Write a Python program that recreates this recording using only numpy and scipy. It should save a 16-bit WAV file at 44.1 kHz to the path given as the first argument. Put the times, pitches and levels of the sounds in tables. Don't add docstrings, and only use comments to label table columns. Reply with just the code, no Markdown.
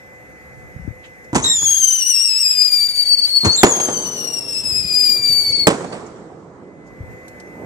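import sys
import numpy as np
from scipy import signal
from scipy.fft import rfft, irfft, next_fast_len
from scipy.io import wavfile
from scipy.ndimage import uniform_filter1d

SR = 44100
rng = np.random.default_rng(int(sys.argv[2]) if len(sys.argv) > 2 else 0)


def dump_mix(stems):
    frames = np.atleast_2d(stems).T
    limited = np.clip(frames, -1, 1)
    pcm = np.round(limited * 32767).astype(np.int16)
    wavfile.write(sys.argv[1], SR, pcm)


def gain_from_db(level_db):
    decades = np.asarray(level_db, float) / 20
    return 10 ** decades


N = 337409

# (frequency [Hz], level [dB])
NIGHT_COLOUR = [(24, -45.5), (60, -2.5), (120, -8), (300, -7), (600, -11), (1000, -19), (2000, -15),
                (2600, -24.5), (2900, -31.5), (4500, -35), (6500, -28.5), (9000, -35.5), (15000, -34)]
# (frequency [Hz], likeness [-1 to 1])
NIGHT_SAME = [(60, 0.04), (180, 0.94), (540, 0.26), (1630, 0.31), (4900, 0.01), (14700, 0.03)]
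# (frequency [Hz], level [dB], width [Hz])
MACHINE_LINES = [(506.5, -50, 43), (744, -56, 34), (884, -58, 13), (1550, -54, 14), (1720, -59.5, 25),
                 (2024, -42.5, 5.8), (2250, -61.5, 26), (2520, -64.5, 26)]
# (peak time [s], level [dB], rise [s], fall [s])
GUSTS = [(.72, -43, 0.6, 0.66), (1.62, -37.5, 0.083, 0.29), (2.83, -48, 0.22, 0.58),
         (3.26, -59, 0.41, 0.31), (3.622, -47.5, 0.23, 0.11), (3.75, -61, .3, 0.67),
         (4.77, -37.5, 0.3, 0.39), (5.41, -44.5, 0.69, 0.76), (5.9, -55, 0.38, 0.21),
         (7.139, -38.5, 0.38, 0.04)]
# (time [s], level [dB], left over right [dB], frequency
# [Hz], length [cycles])
KNOCKS = [(0.766, -30, -23, 115, 0.59), (0.797, -37, 24, 169, 1.9), (0.81, -31, 5, 67, 2.6),
          (0.91, -26, 15, 106, 0.72), (0.883, -29, 31, 98, 0.93), (0.88, -27, 23, 274, 1.2),
          (0.85, -30, 9, 174, 1.8), (0.63, -36, 5, 135, 1.1), (0.78, -38, 0, 130, 1.2),
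          (4.725, -32, 16, 84, 1.06), (4.79, -37, 3, 140, .8), (4.849, -28, 6, 185, 1.9),
          (4.845, -36, 8, 82, 1.6), (5.199, -32, -6, 130, 1.1), (5.301, -31.5, 21, 130, .8),
          (5.325, -35, 14, 100, 1), (5.394, -37.5, -9, 87, 0.76), (5.475, -35.5, -9.5, 110, 1.1),
          (5.506, -29.5, -15, 110, .8), (3.641, -7.5, -1, 190, 2.7), (5.68, -12.5, -5, 230, 1.8),
          (3.468, -11.5, -3, 100, 1.2), (1.334, -17, -2, 210, 0.83), (7.008, -20.5, 3, 93, 0.82),
          (7.035, -37, 21, 91.5, 1.12)]
# (time [s], level [dB], frequency [Hz], width [Hz], rise [s])
TICKS = [(1.028, -38.5, 2600, 1810, 0.022), (1.039, -52, 6720, 2500, 0.022),
         (1.241, -48, 6400, 2940, 0.0045), (6.85, -54, 6340, 2500, 0.027), (6.903, -41.5, 896, 897, .003),
         (7.089, -60, 6770, 2500, 0.0297), (7.28, -38, 7230, 6000, 0.0018),
         (7.399, -38.5, 6000, 4900, 0.0021), (7.47, -54, 5990, 296, 0.0055), (5.918, -37, 4480, 500, 0.011),
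         (6.059, -42, 6500, 2060, 0.009)]
# (time [s], peak [dB], left over right [dB], T60 [s], treble [dB])
LAUNCHES = [(1.331, -3, -1, 0.048, -34), (1.348, -2.5, -0.5, 0.23, -8.5), (1.358, -1, -2, 0.034, -4),
            (1.438, -14.5, 1, 0.35, 9.5), (1.618, -17, 1.5, 0.091, 7.5), (3.434, -7.5, 2.5, 0.034, -34),
            (3.448, 0, 1, 0.11, -8.5), (3.463, -8, -3, 0.12, -14)]
# (time [s], peak [dB], left over right [dB], T60 [s], treble [dB])
BURSTS = [(3.633, 13.5, -2, 0.071, -4.5), (3.664, -2.5, -1, 0.11, -4), (3.768, -9, 6, 0.027, -9),
          (3.8, -6, -3, 0.046, 5), (3.883, -10.5, 1, 0.12, -10), (5.6701, 5.5, -3, 0.093, 1.5),
          (5.699, -5.5, -4, 0.16, -2.5), (5.745, -21.5, 0, 0.088, -1.5), (5.805, -20.5, -9, 0.076, -8.5),
          (5.842, -12.5, -6, 0.056, -18), (5.924, -14.5, -2, 0.063, -17), (5.922, -24.5, -3.5, 0.47, -4)]
# (frequency [Hz], density [dB per Hz])
LAUNCH_COLOUR = [(24, -57), (50, -14), (120, -2), (300, -1.5), (600, -12.5), (1000, -6.5), (1600, -16),
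                 (3000, -16), (4800, -19), (6800, -8), (10000, -26.5), (15000, -59)]
# (frequency [Hz], density [dB per Hz])
BURST_COLOUR = [(24, -68.5), (40, -31), (200, -7), (260, -7.5), (400, -5.5), (640, -9), (1700, -20),
                (3470, -22.5), (8070, -26), (12000, -51), (15000, -44.5)]
# (time [s], rumble [dB], fall [dB/s], treble [dB], treble fade [s])
ROLLS = [
    (1.381, -36.5, 33.5, -9, 0.24),
    (3.48, -39.5, 17, 26.5, 2.5),
    (3.68, -30.5, 13, 25, 0.64),
    (5.721, -32, 24, 20, 0.68),
]
# (time [s], level [dB], swell [s])
HILLS = [
    (5.682, -32.5, 0.28),
    (7.68, -29, 0.14),
]
# (frequency [Hz], density [dB per Hz])
ROLL_COLOUR = [(24, -49), (40, -35.5), (125, -2.5), (466, 1.5), (514, -2.5), (1290, -13.5), (2640, -29.5),
               (6620, -27), (11400, -53), (15000, -55)]
# (frequency [Hz], likeness [-1 to 1])
ROLL_SAME = [(60, 0.67), (180, 1), (540, 0.8), (1630, 0.06), (4900, -0.0), (14700, 0.42)]
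# (time [s], pitch [Hz])
PITCH = [
    [(1.42, 2925), (1.432, 3200), (1.443, 3824), (1.536, 3692), (1.596, 3368), (2.3, 2707), (2.75, 2395),
     (3.05, 2274), (3.62, 2200)],
    [(3.51, 3150), (3.55, 3280), (3.568, 3758), (3.603, 3695), (3.622, 3440), (4.0, 3058), (4.6, 2645),
     (5.1, 2401), (5.668, 2200)],
]
# (time [s], swing [%], half length [s])
LURCHES = [
    [(1.554, -1.56, 0.0052), (1.64, 3.5, 0.022), (1.683, -1.3, 0.014), (1.783, 2, 0.038),
     (1.837, -1, 0.026), (1.919, -1.5, 0.012), (1.935, 2.5, 0.015), (1.985, 3, 0.021), (2.031, -4.5, 0.046),
     (2.096, 3.5, 0.016), (2.124, 0, 0.0057), (2.166, -4.5, 0.049), (2.23, 5, 0.01), (2.272, 2, 0.017),
     (2.328, -3.5, 0.077), (2.408, 4.5, 0.033), (2.464, -3.5, 0.046), (2.583, -2, 0.064),
     (2.665, 0.5, 0.11), (2.711, -2.5, 0.029), (2.805, -2.2, 0.056), (2.941, -1, 0.06), (3.022, 1.8, 0.026),
     (3.178, -0.7, 0.024), (3.25, 1, 0.053), (3.324, -1.5, 0.055), (3.396, 1.5, 0.016), (3.435, -3, 0.076),
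     (3.489, -3, 0.027), (3.539, 1.5, 0.013)],
    [(3.532, -2.5, 0.083), (3.69, 5, 0.024), (3.708, 1.1, 0.013), (3.735, -1.15, 0.028),
     (3.771, -1.5, 0.042), (3.807, 0.06, 0.013), (3.835, 2.5, 0.014), (3.871, -0.9, 0.029),
     (3.925, 2.7, 0.027), (3.951, -1, 0.013), (3.995, 0.2, 0.018), (4.015, -1.1, 0.015),
     (4.017, 3.3, 0.032), (4.049, 1, 0.0081), (4.065, -1.5, 0.0097), (4.131, 0.8, 0.072),
     (4.274, -0.8, 0.053), (4.408, -2, 0.051), (4.454, -1.5, 0.011), (4.49, -0.4, 0.027),
     (4.56, -2.0, 0.03), (4.611, 2, 0.015), (4.731, -2.5, 0.044), (4.847, -1, 0.023), (4.899, -1.4, 0.078),
     (5.021, 1.5, 0.063), (5.094, 0.5, 0.0071), (5.338, -0.8, 0.039), (5.458, -0.3, 0.087),
     (5.587, 0.5, 0.019)],
]
# (time [s], change [dB], half length [s])
NODS = [
    [(1.614, 0, 0.0098), (1.707, 3.5, 0.062), (1.773, 2.5, 0.014), (1.803, -3.5, 0.017), (1.841, 7, 0.019),
     (1.997, -1.5, 0.091), (2.045, -7, 0.0066), (2.106, 1.5, 0.075), (2.34, -2.5, 0.14),
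     (2.422, 1.5, 0.046), (2.514, 2.5, 0.0068), (2.555, -5, 0.026), (2.701, -8.5, 0.019),
     (2.735, 5.5, 0.027), (2.766, 0.5, 0.012), (2.881, -16, 0.0087), (2.933, -9, 0.029),
     (3.006, 3.5, 0.051), (3.048, -12, 0.012), (3.075, 2.5, 0.017), (3.098, 3.5, 0.01), (3.13, 6.5, 0.046),
     (3.163, -13.5, 0.015), (3.195, 4, 0.011), (3.21, -8, 0.01), (3.244, 2.5, 0.08), (3.27, -6, 0.026),
     (3.302, -5.5, 0.0092), (3.37, 7, 0.031), (3.4, -10.5, 0.011), (3.415, 4, 0.014), (3.457, -8.5, 0.035),
     (3.501, 4.5, 0.02), (3.533, 1, 0.012), (3.567, -20, 0.011), (3.593, 3, 0.012)],
    [(3.558, 7.5, 0.013), (3.654, -4.5, 0.096), (3.712, 6, 0.031), (3.847, 6.5, 0.039),
     (3.889, -4.5, 0.079), (4.107, -5, 0.013), (4.188, 4, 0.015), (4.252, 5, 0.016), (4.266, -4, 0.016),
     (4.282, 5.5, 0.015), (4.298, -5, 0.014), (4.34, 1.5, 0.042), (4.444, -6.5, 0.069), (4.472, -7, 0.011),
     (4.512, -3, 0.008), (4.584, 0, 0.031), (4.627, -9.5, 0.027), (4.699, 2, 0.014), (4.763, 2.5, 0.055),
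     (4.823, -3, 0.009), (4.869, -6, 0.09), (4.933, 2.5, 0.035), (5.047, -2, 0.035), (5.088, -1.5, 0.023),
     (5.212, -4, 0.048), (5.292, 4, 0.025), (5.33, 5, 0.014), (5.392, 3.5, 0.043), (5.517, -3.5, 0.049),
     (5.661, -8, 0.031)],
]
# (droop [share], length [s])
DROOPS = [
    (0.054, 0.08),
    (0.055, 0.016),
]
# (time [s], level [dB])
EFFORT = [
    [(1.42, -16), (1.45, -26.5), (1.5, -19.5), (1.75, -11), (2.2, -11), (2.7, -10), (2.92, -14),
     (3.56, -12), (3.62, -29.5)],
    [(3.51, -29.5), (3.57, -16), (3.73, -15.5), (4.15, -24), (4.46, -19.5), (4.78, -15.5), (5.07, -7),
     (5.2, -13), (5.668, -11.5)],
]
# (fundamental [dB], its fall [dB/s], hiss fall [dB/s], half lines [dB], their delay [s])
VOICES = [
    (-18.5, 11.5, 0.5, -14.5, 0.02),
    (-25.5, 4, 0.85, -1.5, 0.31),
]
# (port lag [s], hiss [dB], lock-in [s], flutter [0-1], pitch wobble [share])
ROCKETS = [
    (.00016, -30.5, 0.021, 0.72, 0.0027),
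    (.0002, -30.5, 0.059, 0.68, 0.0025),
]
TUBE_ORDERS = (1, 2, 3, 4, 5, 6, .5, 1.5, 2.5)
# (pitch [Hz], third partial [dB], fourth and higher [dB])
TUBE = [(2200, -34.5, -30.5), (2308, -21, -21.5), (2600, -16, -21.5), (3200, -21, -22), (3490, -21.5, -31),
        (3590, -17.5, -24.5)]
# (time [s], change [dB], half length [s])
SWELLS_AND_DIPS = [(1.582, 2.5, 0.034), (1.662, 2, 0.023), (1.735, -2, 0.0092), (1.839, -5, 0.0087),
                   (1.889, 2, 0.023), (1.93, 4, 0.0069), (2.058, -3, .02), (2.22, -1, 0.025), (2.618, 4, .007),
                   (2.738, -2, 0.022), (3.128, -1, 0.011), (3.144, 3, 0.0098), (3.257, 5.5, 0.014),
                   (3.301, 2, 0.011), (3.422, -5, 0.012), (3.764, 3, .009), (3.796, -11, .006), (3.939, 3.5, 0.0099),
                   (3.973, 5, 0.011), (4.07, 1.5, .02), (4.133, 2, 0.008), (4.206, 2.5, 0.032), (4.317, -2, 0.0035),
                   (4.327, -7, 0.0036), (4.341, 2.5, .015), (4.389, 5, .009), (4.405, -8, 0.0042), (5.096, 5.5, .01),
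                   (5.24, 2.5, .03), (5.512, 3.5, .03), (5.568, 1, .02)]
# (frequency [Hz], density [dB per Hz])
JET = [(300, -33), (1000, -4.5), (2400, -1.5), (3500, 4), (5000, 5.5), (7000, -0.5), (9000, -7),
       (10500, -12.5), (15000, -16.5)]
# (frequency [Hz], phase [turns])
PORT_TURN = [(2500, -0.29), (3500, -0.22), (5000, 0.011), (6500, -0.11), (8500, -0.28), (12000, -0.17)]
# (delay [s], level [dB])
WALLS = [
    (0.128, -40),
    (.27, -38),
]
# (frequency [Hz], level [dB])
SHADOW = [(300, 0.5), (2200, 2), (3500, -4.5), (4400, -6), (5000, -11.5), (6300, -10.5), (7000, -2),
          (7900, 7), (10000, 0.5), (14000, -8.5)]
# (time [s], change [dB], half length [s])
TREBLE_MASK = [(1.753, -2.5, .1), (2.25, 4, .2), (2.62, -2, .1), (3.155, 0.5, .18), (4.3, 4.5, .15),
               (4.78, -4.5, .08), (5.03, -6, .14), (5.208, 8, .08), (5.37, -5, .09), (5.556, 5.5, .11)]


def evened(x):
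    return x / np.sqrt(np.mean(abs(x) ** 2) + 1e-20)


def read(points, hz):
    f, value = np.transpose(points)
    return np.interp(np.log(hz + 1), np.log(f + 1), value)


def bumps(t, rows):
    s, size, half = np.transpose(rows)[:, :, None]
    return (size * np.maximum(1 - abs(t - s) / half, 0)).sum(axis=0)


def panned(db, pan_db):
    return gain_from_db(db + np.array([[pan_db], [-pan_db]]) / 2)


def add(mix, s, sound):
    part = mix[:, round(s * SR):][:, :sound.shape[1]]
    part += sound[:, :part.shape[1]]


def drift(shape, hz):
    z = rng.standard_normal(shape) + 1j * rng.standard_normal(shape)
    return evened(signal.sosfilt(signal.butter(2, hz, fs=SR, output="sos"), z))


def causal(colour, treble_db):
    hz = abs(np.fft.fftfreq(4096, 1 / SR))
    level_db = read(colour, hz) + treble_db * hz / (hz + 2500)
    log_gain = np.log(gain_from_db(np.maximum(level_db, -100)))
    ring = np.fft.ifft(np.exp(np.conj(signal.hilbert(log_gain)))).real[:2048]
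    return ring / np.linalg.norm(ring)


def wash(colour, likeness, patchy_db, treble_db=0):
    frames, hz = N // 256 + 5, np.fft.rfftfreq(1024, 1 / SR)
    a, b, c, d, patches = rng.standard_normal((frames, 513, 5)).T
    patches = uniform_filter1d(patches, size=10, axis=0)
    patches = evened(uniform_filter1d(patches, size=10, axis=1))
    same = np.clip(read(likeness, hz), -1, 1)[:, None]
    left = a + 1j * b
    right = same * left + np.sqrt(1 - same ** 2) * (c + 1j * d)
    z = np.array([left, right]) * gain_from_db(read(colour, hz)[:, None] + patchy_db * patches)
    lift_db = np.resize((treble_db * np.ones(N))[::256], frames) * (hz / (hz + 1500))[:, None]
    plain, lifted = (signal.istft(v, nperseg=1024, noverlap=768)[1][:, :N] for v in (z, z * gain_from_db(lift_db)))
    return lifted / np.std(plain)


def ducking():
    t = np.arange(N) / SR
    release_s = 0.57
    spans = [(p[0][0], p[-1][0], -3.5) for p in PITCH]
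    spans += [(r[0], r[0] + 0.85, -19) for r in BURSTS if r[1] > 3]
    spans += [(p[0][0], p[0][0] + 1.18, -7.5) for p in PITCH]
    return np.min([db * (t > a) * np.clip(1 - (t - b) / release_s, 0, 1) for a, b, db in spans], axis=0)


def night():
    t = np.arange(N) / SR
    ports_t = t + np.array([[0], [.0003]])
    lines = 0
    for hz, db, width in MACHINE_LINES:
        waver = 1 + width / 40 * drift(N, width)
        lines = lines + gain_from_db(db) * waver * np.exp(2j * np.pi * hz * ports_t)
    air = gain_from_db(-46) * wash(NIGHT_COLOUR, NIGHT_SAME, 1.8) + lines.real
    return air * gain_from_db(uniform_filter1d(ducking(), size=2000))


def wind():
    t = np.arange(N) / SR
    calm_db, span_db = -57, 18
    push = rng.standard_normal(N) + 5.4 * rng.standard_normal((2, N))
    low = evened(signal.sosfilt(signal.butter(3, [50, 150], "band", fs=SR, output="sos"), push))
    gust_db = np.max([db - span_db * np.maximum((s - t) / rise, (t - s) / fall)
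                      for s, db, rise, fall in GUSTS], axis=0)
    return low * gain_from_db(np.maximum(gust_db, calm_db) + 1.2 * drift(N, 12).real)


def knock(s, db, pan_db, hz, cycles):
    u = np.arange(round(.15 * SR)) / SR * hz / cycles
    shape = np.e * u * (1 - np.exp(-12 * u)) * np.exp(-u) ** 2 * 2
    push = shape * np.sin(2 * np.pi * cycles * u + 0.53 * np.exp(-u))
    return s - .004, panned(db, pan_db) * push


def tick(s, db, hz, width, rise):
    t = np.arange(round(.25 * SR)) / SR
    t60_s = .045 + 3 * rise
    shape = np.minimum(t / max(rise, 1e-4), 1) * gain_from_db(-60 * np.maximum(t - rise, 0) / t60_s)
    grains = (drift((2, len(t)), width / 2) * np.exp(2j * np.pi * hz * t)).real
    return s, gain_from_db(db) * shape * grains


def blast(row, colour, shocks_per_s, front, rise_s, snap):
    s, db, pan_db, t60, treble_db = row
    t = np.arange(round(.35 * SR)) / SR
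    shared, own = rng.standard_normal(len(t)), rng.standard_normal((2, len(t)))
    sparse = rng.random(len(t)) < shocks_per_s / SR
    train = (shared + 0.5 * own) * sparse * np.sqrt(SR / shocks_per_s) * gain_from_db(-60 * t / max(t60, .01))
    train *= np.minimum(t / rise_s, 1)
    train[:, 0] += front
    crack = train * (0.92 + snap * gain_from_db(-60 * t / 0.015))
    ring = causal(colour, treble_db)[None]
    low = signal.sosfilt(signal.butter(2, 2200, fs=SR, output="sos"), ring)
    sound = signal.oaconvolve(train, low, axes=1) + signal.oaconvolve(crack, ring - low, axes=1)
    sound[0] = np.roll(sound[0], 8)
    return s, .5 * panned(db, pan_db) * sound


def roll():
    t = np.arange(N) / SR
    linger_db, dull_db = -39, -20
    latest = np.maximum(np.searchsorted([r[0] for r in ROLLS], t) - 1, 0)
    s, db, fall, top_db, fade = np.array(ROLLS)[latest].T
    age = np.maximum(t - s, 0)
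    power = gain_from_db(db - fall * age) ** 2 * (age > 0) + gain_from_db(linger_db) ** 2 * (t > BURSTS[0][0])
    for at, hill_db, swell in HILLS:
        power += gain_from_db(hill_db - 20 * (at - t) / swell / 2) ** 2 * (t < at)
    treble = dull_db + (top_db - dull_db) * np.exp(-age / fade)
    lumps = gain_from_db(0.65 * drift(N, 5.1).real + np.array([[-1.5], [1.5]]))
    return wash(ROLL_COLOUR, ROLL_SAME, 1.7, treble) * uniform_filter1d(np.sqrt(power), size=400) * lumps


def tube_pitch(t, pitch, lurches, droop, wobble):
    age = t - t[0]
    steady = np.interp(t, *np.transpose(pitch))
    steady = steady * (1 - droop[0] * np.maximum(1 - (t[-1] - t) / droop[1], 0))
    fresh = 0.21 + np.exp(-(age / 1.6) ** 2)
    unsteady = wobble * drift(len(t), 55).real + 0.0058 * drift(len(t), 100).real
    unsteady = fresh * (unsteady + 0.008 * drift(len(t), 350).real)
    return steady, steady * (1 + unsteady + bumps(t, lurches) / 100)


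def partial_levels(age, octave, steady, voice, lock_s):
    first_db, first_fall, _, halves_db, halves_s = voice
    catch = 16 * np.exp(-(age / 0.13) ** 8)
    first = 0.49 * octave + first_db - first_fall * age + catch
    tube_hz, third_db, fourth_db = np.transpose(TUBE)
    third = octave + np.interp(steady, tube_hz, third_db)
    fourth = octave + np.interp(steady, tube_hz, fourth_db)
    late = 40 * np.exp(-(age / lock_s) ** 8)
    halves = octave - late - 38 * np.exp(-(age / halves_s) ** 2) + halves_db - 28 * age ** 2
    odd = 2 * np.minimum(first - octave + 29, 0) - late
    return [first + odd, octave, third + odd, fourth - late, fourth - 2.5 + 0.55 * odd, fourth - 2.5,
            halves + catch - 16 - 12 * age, halves + 0.92 * catch, halves - 8.5]


def exhaust(age, octave, hiss_db, hiss_fall):
    spit = gain_from_db(1.6 * drift(len(age), 24).real)
    hiss = signal.oaconvolve(rng.standard_normal((2, len(age))), causal(JET, 0)[None], "same")
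    jet = gain_from_db(0.44 * octave + hiss_db - hiss_fall * age) * spit * hiss
    band = signal.butter(2, [6900, 9000], "band", fs=SR, output="sos")
    sizzle = signal.sosfilt(band, hiss[:, ::-1])
    sizzle_db = 0.99 * uniform_filter1d(octave, size=900) - 36.5 + 7.9 * np.minimum(age, 1.5)
    return jet + gain_from_db(sizzle_db) * sizzle


def rocket(pitch, lurches, nods, droop, effort, voice, lag_s, hiss_db, lock_s, flutter, wobble):
    t = np.arange(effort[0][0], effort[-1][0], 1 / SR)
    age = t - t[0]
    octave = np.interp(t, *np.transpose(effort)) + bumps(t, nods + SWELLS_AND_DIPS)
    steady, hz = tube_pitch(t, pitch, lurches, droop, wobble)
    turns = np.cumsum(hz) / SR
    out = np.zeros((2, len(t)))
    quick = np.exp(-(age / 1.51) ** 2)
    rasp = 1 + 0.25 * (0.35 + quick) * drift(len(t), 130).real
    for k, db in zip(TUBE_ORDERS, partial_levels(age, octave, steady, voice, lock_s)):
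        shared, own = (np.sqrt(quick) * drift(n, 55) + 0.77 * np.sqrt(1 - quick) * drift(n, 18)
                       for n in (len(t), (2, len(t))))
        flicker = 0.51 * shared + np.array([[0.8], [1.5]]) * own
        whole = k % 1 == 0
        air = whole + flutter * (.9 if k == 1 else 1) * flicker
        air = air / np.sqrt(1 + flutter ** 2) * rasp
        air = air / (abs(air) + .05) ** (0.42 * (whole and k > 1))
        air += (k / 2) ** 1.63 * gain_from_db(-23) * (1.09 + 1.3 * quick) * drift((2, len(t)), 110 * k)
        port_turns = k * hz * lag_s + read(PORT_TURN, k * steady)
        port = np.exp(2j * np.pi * port_turns * np.array([[0], [1]]))
        port[1] *= gain_from_db(-8 * np.exp(-age / 0.0151))
        line = np.sqrt(2) * (air * port * np.exp(2j * np.pi * k * turns)).real
        out += gain_from_db(db) * line * np.clip((14700 - k * hz) / 200, 0, 1)
    out += exhaust(age, octave, hiss_db, voice[2])
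    lag = 800
    out[:, lag:] += out[:, :-lag] * gain_from_db(-4.5 - 53 * age)[lag:]
    return t[0], out * signal.windows.tukey(len(t), .01)


def scene():
    sky, near = roll(), night() + wind()
    for row in KNOCKS:
        add(near, *knock(*row))
    for row in TICKS:
        add(near, *tick(*row))
    for row in LAUNCHES:
        add(sky, *blast(row, LAUNCH_COLOUR, 6000, front=3.2, rise_s=0.007, snap=0.48))
    for *course, traits in zip(PITCH, LURCHES, NODS, DROOPS, EFFORT, VOICES, ROCKETS):
        s, whistle = rocket(*course, *traits)
        add(sky, s, whistle)
        for delay, db in WALLS:
            add(sky, s + delay, gain_from_db(db) * whistle[::-1] * (0.8 + 0.5 * drift(whistle.shape, 30).real))
    for row in BURSTS:
        front, rise_s, snap = (16, .0002, 3.5) if row[1] > 3 else (1.5, .005, .7)
        add(sky, *blast(row, BURST_COLOUR, 8900, front, rise_s, snap))
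    size = next_fast_len(N)
    shadow = gain_from_db(read(SHADOW, np.fft.rfftfreq(size, 1 / SR)))
    sky[1] = irfft(rfft(sky[1], size) * shadow, size)[:N]
    return sky + near


def masked(x):
    below_db, near_db, flank_db, other_db = 51, 33, 17.5, 2.5
    window = np.sqrt(signal.windows.hann(2048, sym=False))
    hz, _, z = signal.stft(x, SR, window, 2048, 1024)
    edges = np.r_[20:120:5, 120:400:14, 400:684:14, 684:1024:28]
    widths = np.diff(np.r_[edges, 1025])
    power = np.add.reduceat(abs(z) ** 2, edges, axis=1) / widths[:, None]
    band_db = 10 * np.log10(power + 1e-20)
    band_hz = hz[edges][:, None]
    treble = np.clip(band_hz / 9000, 0, 1.3) ** 2
    peak_hz = hz[edges][10 + band_db[:, 10:].argmax(axis=1)][:, None]
    spread_db = 3 * abs(np.subtract.outer(np.arange(len(edges)), np.arange(len(edges))))[:, :, None]
    skirts_db = (band_db[:, None] - spread_db).max(axis=2)
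    low_db = 10 * (band_hz < .48 * peak_hz) * np.clip(band_hz / 2000, 0.5, 1)
    flank = (band_hz < .62 * peak_hz) & (band_hz > 1700)
    beside_db = np.maximum(skirts_db - near_db + low_db, np.where(flank, skirts_db - flank_db, -200))
    loudest_db = band_db[:, 10:].max(axis=1, keepdims=True)
    loudest_db = np.maximum(loudest_db, loudest_db[::-1] - other_db)
    under_db = loudest_db - below_db + 5 * (band_hz > 9400) + 5.5 * treble + low_db
    limit_db = np.maximum(under_db, beside_db)
    mood = rng.standard_normal(band_db.shape[1:])
    limit_db += 5.5 * evened(uniform_filter1d(mood, size=3, axis=1))
    limit_db += treble * bumps(np.arange(z.shape[2]) * 1024 / SR, TREBLE_MASK)
    limit_db = np.maximum(limit_db, -112 - 20 * (1 - treble))
    bass_db = band_db[:, :16].mean(axis=(0, 1))
    attack = np.convolve(np.diff(bass_db, prepend=0) > 12, [1, 1], "same") > 0
    keep = ((band_db > limit_db) & (band_hz < 14700)) | (attack & (band_hz < 15300))
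    z[:, edges[0]:] *= np.repeat(keep, widths, axis=1)
    return signal.istft(z, SR, window, 2048, 1024)[1][:, :N]


def low_pass(x):
    return signal.sosfilt(signal.butter(12, 15340, fs=SR, output="sos"), x)


def record(dry):
    knee, ceiling = .7, .97
    dry = signal.sosfilt(signal.butter(2, 36, "high", fs=SR, output="sos"), dry)
    over = np.maximum(abs(dry) - knee, 0)
    squashed = (ceiling - knee) * np.tanh(over / (ceiling - knee))
    clipped = np.sign(dry) * (np.minimum(abs(dry), knee) + squashed)
    finished = masked(clipped)
    return low_pass(finished)


dry = scene()
out = record(dry)
dump_mix(out)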